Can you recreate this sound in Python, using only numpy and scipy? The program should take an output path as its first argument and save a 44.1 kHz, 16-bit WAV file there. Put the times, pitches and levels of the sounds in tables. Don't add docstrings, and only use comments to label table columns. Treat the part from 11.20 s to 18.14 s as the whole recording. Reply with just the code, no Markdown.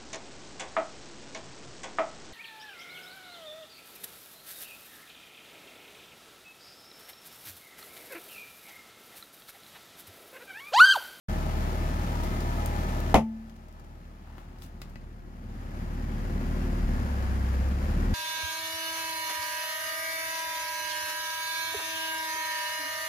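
import sys
import numpy as np
from scipy import signal
from scipy.fft import rfft, irfft, next_fast_len
from scipy.io import wavfile
from scipy.ndimage import uniform_filter1d, minimum_filter1d, map_coordinates

SR = 44100
rng = np.random.default_rng(int(sys.argv[2]) if len(sys.argv) > 2 else 0)


def master(y):
    cut = np.clip(np.atleast_2d(y).T, -1, 1)
    pcm = np.round(cut * 32767)
    wavfile.write(sys.argv[1], SR, pcm.astype(np.int16))


N = 306054

# t/s, level/dB
BRUSH_SNAPS = [(1.9426, -1), (1.9449, -1.5), (1.9526, -11), (1.957, -7), (1.972, -16)]
# f/Hz, level/dB, t60/s
POP_MODES = [(277, -5, 0.015), (763, 3, 0.019), (1070, -8.5, 0.0066)]
# f/Hz, level/dB, t60/s
PINNED_MODES = [(390, -15, .08), (535, -3, 0.15), (661, -3.5, 0.14), (757, 4.5, 0.098), (874, -8, 0.28),
                (923, -7, 0.13), (1044, -1, 0.1), (1270, -11, .04), (2060, -5, .07), (2440, -16, 0.088),
                (3050, -7.5, 0.043)]
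# f/Hz, level/dB, t60/s
TYRE_MODES = [(62.6, 3, 0.174), (152, 3, 0.18), (223, -4, 0.84), (274, 2.5, .09)]
# f/Hz, level/dB
SCATTER_EQ = [(30, -15), (60, 5.5), (130, 4.5), (260, 3.5), (480, -3.5), (620, 1.5), (780, -0.5),
              (1020, -8), (1250, -13), (1600, -22.5), (2060, -15.5), (3050, -20), (3900, -29), (6800, -29),
              (8000, -38), (11500, -33.5), (15500, -56)]
# t/s, click level/dB, pitch/Hz, t60/s, handle ring/dB
CONTACTS = [(1.034, -42.5, 7000, .09, -70), (1.205, -42, 7000, .03, -70), (1.4605, -25, 11000, 0.0068, -70),
            (1.803, -38, 10000, .01, -70), (2.296, -32.5, 4500, 0.026, -53), (2.364, -37, 5500, .02, -60),
            (2.484, -39, 8000, .03, -70), (2.526, -38, 8000, 0.016, -72), (2.597, -39, 6570, 0.022, -70),
            (2.645, -41, 8030, .02, -70), (3.182, -26.5, 1800, .014, -42), (3.386, -36, 4996, 0.022, -60),
            (3.421, -22.5, 4500, 0.013, -44), (3.617, -19.5, 4800, .024, -27),
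            (3.696, -39, 9100, 0.043, -70), (3.757, -25.5, 1900, .015, -30)]
# f/Hz, level/dB
CLICK_EQ = [(200, 9), (900, 8), (2500, -5.5), (3400, -5), (4800, -4.5), (7000, -9.5), (8500, -12.5),
            (15500, -8.5)]
# f/Hz, level/dB, t60/s
HANDLE_MODES = [(560, 8, 0.038), (1560, -2, .035), (1970, 1, .045), (2250, 0, .03), (2554, -1, 0.046),
                (4030, -5, 0.03), (4800, -2.5, .04), (7250, -1, .03)]
# peak t/s, level/dB, time to rise 20 dB/s
TYRE_SCRAPES = [(3.09, -45, .25), (3.19, -44, 0.13), (3.39, -45, .35), (3.63, -46, .12)]
# peak t/s, level/dB
BRISTLE_FLICKS = [(3.19, -49), (3.437, -36), (3.628, -45)]

# start t/s, slowest t/s, recovered t/s, firing rate drop/Hz
CLUTCH_SAGS = [(4.049, 4.47, 4.8, 1.5), (5.6, 6.249, 6.88, 5.2)]
# multiple of the firing rate, level/dB
EXHAUST_PARTIALS = [(2.5, -8), (3, 0), (3.5, -11), (4, -7), (4.5, -6), (5, -7.5), (5.5, -7), (6, -9),
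                    (6.5, -10), (7, -8), (8, -11.5), (9.5, -10.5), (10, -15.5)]
# f/Hz, level/dB
PUFF_EQ = [(20, -27), (50, -1.5), (70, -2.5), (100, 0.5), (170, 0.5), (250, -6), (360, -5), (420, -17.5),
           (600, -22), (1200, -75)]
# f/Hz, gain/dB
EXHAUST_EQ_AFTER = [(90, 3.5), (125, -4), (165, -2.5), (225, 3.5), (275, 0.5), (320, -6), (380, -0.5),
                    (600, 3)]
# f/Hz, level/dB
BAY_EQ_BEFORE = [(220, -22), (380, -7), (552, -5.5), (655, -3), (742, -6.5), (802, -3), (1150, -10),
                 (1260, -4.5), (1430, -11.5), (1720, -12.5), (3750, -21.5), (6880, -26), (8290, -32),
                 (12000, -29), (15700, -34.5)]
BAY_EQ_AFTER = [(220, -45), (380, -9), (411, -12.5), (488, -3), (606, -5.5), (666, -9.5), (719, -5),
                (1050, -7.5), (1450, -9), (1670, -10), (3580, -22.5), (6880, -27), (8040, -33),
                (12400, -30), (15700, -38)]
# f/Hz, half-width/Hz, boost/dB
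METAL_RESONANCES = [(1680, 40, 3), (4900, 86, 3.5), (6940, 140, 2)]
# multiple of the firing rate, level/dB
WHINE_BEFORE = [(16.7, -11), (18.13, -11), (21.85, -10.5), (25.35, -13), (33.85, -13), (36, -22),
                (40.4, -21), (46.1, -16), (47.1, -16.5), (54.5, -22)]
WHINE_AFTER = [(18.13, -9.5), (21.75, -10.5), (36, -12), (49.3, -18), (51.2, -15)]
# t/s, f/Hz, level/dB, t60/s
BODY_THUDS = [(5.645, 55, -19, 0.28)]

# f/Hz, t60/s
YARD_DECAY = [(100, .2), (800, .2), (3000, 0.21), (12000, 0.097)]
# f/Hz, left-right correlation
STEREO_LIKENESS = [(60, 0.96), (130, 0.91), (290, 0.79), (640, 0.63), (1400, 0.46), (3100, 0.17),
                   (15000, 0.12)]
# f/Hz, left minus right/dB
LEFT_TILT = [(60, 0.5), (200, 1), (700, 3), (2400, 2.5), (4400, 4), (15000, 5.5)]

IDLE_HZ = 37.7
PASS_S, PASS_TAKES_S = 2.0, 3.0
UNCOVER_S, UNCOVER_TAKES_S = 2.34, 1.46
BAY_FADE_S, BAY_FADE_DB_PER_S = 4.21, 0.93
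LUG_BELOW_HZ, LUG_RANGE_HZ = 36.63, 2.4
BODY_HZ, BODY_HALF_WIDTH_HZ = 66.5, 3


def crack(peak_db, ring_db, scatter_db, thump_db):
    first_s = BRUSH_SNAPS[0][0]
    t = np.arange(SR) / SR
    snaps = [(t + first_s - s, db) for s, db in BRUSH_SNAPS]
    pops = sum(amp(db) * ring(POP_MODES, age) for age, db in snaps)
    bursts = sum(amp(db - 60 * np.abs(age) / 0.012) * (age >= 0) for age, db in snaps)
    splinter_eq = [(800, -17), (2000, 3.5), (3100, -2.0), (4000, -13), (6500, -8.5), (8000, -17),
                   (15500, -17)]
    attack = pops + amp(-11) * bursts * noise(splinter_eq, size=SR)
    plastic = amp(ring_db) * ring(PINNED_MODES, t - .0026) * (1 - np.exp(-t / 0.0034))
    bloom = np.minimum(t / 0.0099, 1) * amp(-60 * np.maximum(t - .018, 0) / 0.15)
    scatter = amp(scatter_db) * bloom * noise(SCATTER_EQ, size=SR)
    thump = amp(thump_db) * ring(TYRE_MODES, t - .006) * (1 - np.exp(-t / 0.0094))
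    bang = attack / np.abs(attack).max() + plastic + scatter + thump
    out = np.zeros((2, N))
    add(out, first_s, amp(peak_db) * bang / np.abs(bang).max())
    return out


def clatter():
    out = np.zeros((2, N))
    t = np.arange(SR // 8) / SR
    for s, db, pitch_hz, t60, ring_db in CONTACTS:
        bandpass = lambda hz: 1 / (1 + .7j * (hz / pitch_hz - pitch_hz / (hz + 1)))
        click = amp(db - 60 * t / t60) * unit(filtered(noise(CLICK_EQ, size=len(t)), bandpass))
        handle = amp(ring_db) * filtered(ring(HANDLE_MODES, t), bandpass)
        add(out, s, click + handle)
    return out


def bristles():
    springing = sum(swell(s, db, rise_s=0.053, fall_s=0.068) for s, db in BRISTLE_FLICKS)
    sliding = sum(swell(s, db, rise_s, fall_s=0.2) for s, db, rise_s in TYRE_SCRAPES)
    flick_eq = [(700, -19), (2500, -1), (5000, -3), (8000, -5), (12000, -3), (15500, -6)]
    scrape_eq = [(300, -16), (800, 2.0), (1400, -3.0), (2000, -8), (3000, -13), (8000, -28)]
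    flicks = unit(amp(3.65 * wobble(700))) * noise(flick_eq)
    scrape = unit(amp(2.7 * wobble(300))) * noise(scrape_eq)
    return springing * flicks + sliding * scrape


def engine():
    t = np.arange(N) / SR
    firing_hz = firing_rate(sharpness=1.2)
    phase = 2 * np.pi * np.cumsum(firing_hz) / SR
    passed = np.clip((t - PASS_S) / PASS_TAKES_S, 0, 1)
    uncovered = np.clip((t - UNCOVER_S) / UNCOVER_TAKES_S, 0, 1)
    lug = np.clip((LUG_BELOW_HZ - firing_hz) / LUG_RANGE_HZ, 0, 1)
    tone_db = -32 + 5 * uncovered - 11 * lug
    octave_db = -35 + 1.5 * uncovered + 8 * bell(2 * firing_hz, BODY_HZ, BODY_HALF_WIDTH_HZ)
    exhaust_db = -35 + 4.5 * uncovered - 4 * lug
    bay_db = -42.5 - BAY_FADE_DB_PER_S * np.maximum(t - BAY_FADE_S, 0)
    return (boom(phase, tone_db, octave_db)
            + amp(exhaust_db) * exhaust(phase, passed)
            + amp(bay_db) * engine_bay(phase, passed))


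def firing_rate(sharpness):
    t = np.arange(N) / SR
    sag_hz = np.zeros(N)
    for start, slowest, end, drop_hz in CLUTCH_SAGS:
        arc = np.interp(t, [start, slowest, end], [0, np.pi / 2, np.pi])
        sag_hz += drop_hz * np.abs(np.sin(arc)) ** sharpness
    return IDLE_HZ - sag_hz + .05 * wobble(2)


def boom(phase, tone_db, octave_db):
    stereo_phase = phase + 0.19 * np.array([wobble(5), wobble(5.7)])
    tone = amp(tone_db + 0.66 * wobble(11)) * np.cos(stereo_phase)
    octave = amp(octave_db + 1.1 * wobble(13)) * np.cos(phase + stereo_phase)
    return -np.sqrt(2) * (tone + octave)


def exhaust(phase, passed):
    puffs = amp(1.6 * np.cos(phase) + np.cos(phase / 2))
    rumble = unit(puffs * noise(PUFF_EQ))
    drone = unit(partials(EXHAUST_PARTIALS, phase, waver_db=1.56, drift=0.41, spread=1.52))
    before = amp(-2.0) * rumble - amp(-3.0) * drone
    after = filtered(before, lambda hz: amp(curve(EXHAUST_EQ_AFTER, hz)))
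    return (1 - passed) * before + passed * after


def engine_bay(phase, passed):
    metal = lambda hz: amp(sum(db * bell(hz, centre, width) for centre, width, db in METAL_RESONANCES))
    wash = np.sqrt(1 - passed) * noise(BAY_EQ_BEFORE)
    wash += np.sqrt(passed) * filtered(noise(BAY_EQ_AFTER), metal)
    rhythm_db = 0.35 * np.cos(phase) + 0.2 * np.cos(phase / 2) + 0.64 * np.cos(3 * phase)
    taps = amp(rhythm_db + 0.79 * wobble(250) + 0.46 * wobble(12))
    valves = amp(3.0 - 0.28 * passed) * unit(wash * taps)
    whine_before = amp(3.0) * partials(WHINE_BEFORE, phase, waver_db=3.5, drift=0.37, spread=np.pi)
    whine_after = partials(WHINE_AFTER, phase, waver_db=3, drift=0.5, spread=np.pi)
    return valves + (1 - passed) * whine_before + passed * whine_after


def shudder():
    t = np.arange(N) / SR
    return sum(ring([(hz, db, t60)], t - s) for s, hz, db, t60 in BODY_THUDS)


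def yard(x):
    hz, t, spectra = signal.stft(rng.standard_normal((2, SR // 2)), SR, nperseg=256)
    decay = amp(-60 * t / curve(YARD_DECAY, hz)[:, None])
    tail = signal.istft(spectra * decay, SR, nperseg=256)[1]
    return signal.fftconvolve(x, tail / np.linalg.norm(tail[0]), axes=1)[:, :N]


def pan(x, lag_s):
    lag_share = [(150, 0.11), (700, 0.84), (2000, 0.97)]
    delay = lambda hz: np.exp(-2j * np.pi * hz * lag_s * curve(lag_share, hz))
    left = filtered(x[0], lambda hz: amp(curve(LEFT_TILT, hz) / 2))
    right = filtered(x[1], lambda hz: amp(-curve(LEFT_TILT, hz) / 2) * delay(hz))
    return np.array([left, right])


def gain_control(x, ceiling, hold_s, release_s):
    ahead = SR // 150
    t = np.arange(N) / SR
    duck_db = 20 * np.log10(np.minimum(1, ceiling / (np.abs(x).max(axis=0) + 1e-9)))
    hold = int(hold_s * SR) // 2 * 2 + 1
    held_db = minimum_filter1d(duck_db, hold, origin=hold // 2, mode="nearest")
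    release = np.exp(-t / release_s)
    gain_db = np.minimum.accumulate(held_db / release) * release
    early_db = np.pad(gain_db[ahead:], (0, ahead), mode="edge")
    return x * amp(uniform_filter1d(early_db, ahead))


def ring(modes, t):
    t = np.maximum(t, 0)
    return sum(amp(db - 60 * t / t60) * np.sin(2 * np.pi * hz * t) for hz, db, t60 in modes)


def partials(table, phase, waver_db, drift, spread):
    return sum(amp(db + waver_db * wobble(7))
               * np.cos(multiple * phase + drift * wobble(5) + spread * rng.standard_normal())
               for multiple, db in table)


def noise(eq, size=N):
    width = lambda hz: np.arccos(np.clip(curve(STEREO_LIKENESS, hz), -1, 1)) / 2
    colour = lambda hz: amp(curve(eq, hz)) * [np.cos(width(hz)), np.sin(width(hz))]
    mid, side = filtered(rng.standard_normal((2, size)), colour)
    return unit(np.array([mid + side, mid - side]))


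def swell(s, db, rise_s, fall_s):
    t = np.arange(N) / SR - s
    return amp(db) * 10 ** -np.minimum(np.maximum(-t / rise_s, t / fall_s), 10)


def wobble(rate):
    grid = np.arange(0, N * rate / SR + 1, .125)
    smooth = map_coordinates(rng.standard_normal(int(grid[-1]) + 4), [grid])
    return np.interp(np.arange(N) * (rate / SR), grid, smooth)


def filtered(x, response):
    n = x.shape[-1]
    padded = next_fast_len(n + 8192)
    return irfft(rfft(x, padded) * response(np.fft.rfftfreq(padded, 1 / SR)), padded)[..., :n]


def bell(hz, centre, half_width):
    return 1 / (1 + ((hz - centre) / half_width) ** 2)


def curve(points, hz):
    freqs, values = np.transpose(points)
    return np.interp(np.log(hz + 1), np.log(freqs + 1), values)


def add(track, s, sound):
    part = track[..., round(s * SR):][..., :sound.shape[-1]]
    part += sound[..., :part.shape[-1]]


def amp(db):
    return np.exp(np.asarray(db) * (np.log(10) / 20))


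def unit(x):
    return x / np.sqrt(np.mean(x ** 2) + 1e-20)


def scene():
    brush = clatter() + bristles()
    bang = crack(peak_db=17.0, ring_db=-16.5, scatter_db=-12.0, thump_db=-14.0)
    car = engine() + shudder()
    foreground = bang + brush + amp(-7.0) * yard(brush)
    return pan(car, lag_s=0.000423) + pan(foreground, lag_s=-0.000065)


def record(dry):
    start_s, fade_in_s, top_hz = .083, 0.0044, 15850
    fade_in = np.clip((np.arange(N) / SR - start_s) / fade_in_s, 0, 1)
    ducked = gain_control(dry, ceiling=.97, hold_s=2.168, release_s=0.72)
    return filtered(fade_in * ducked, lambda hz: hz < top_hz)


dry = scene()
out = record(dry)
master(out)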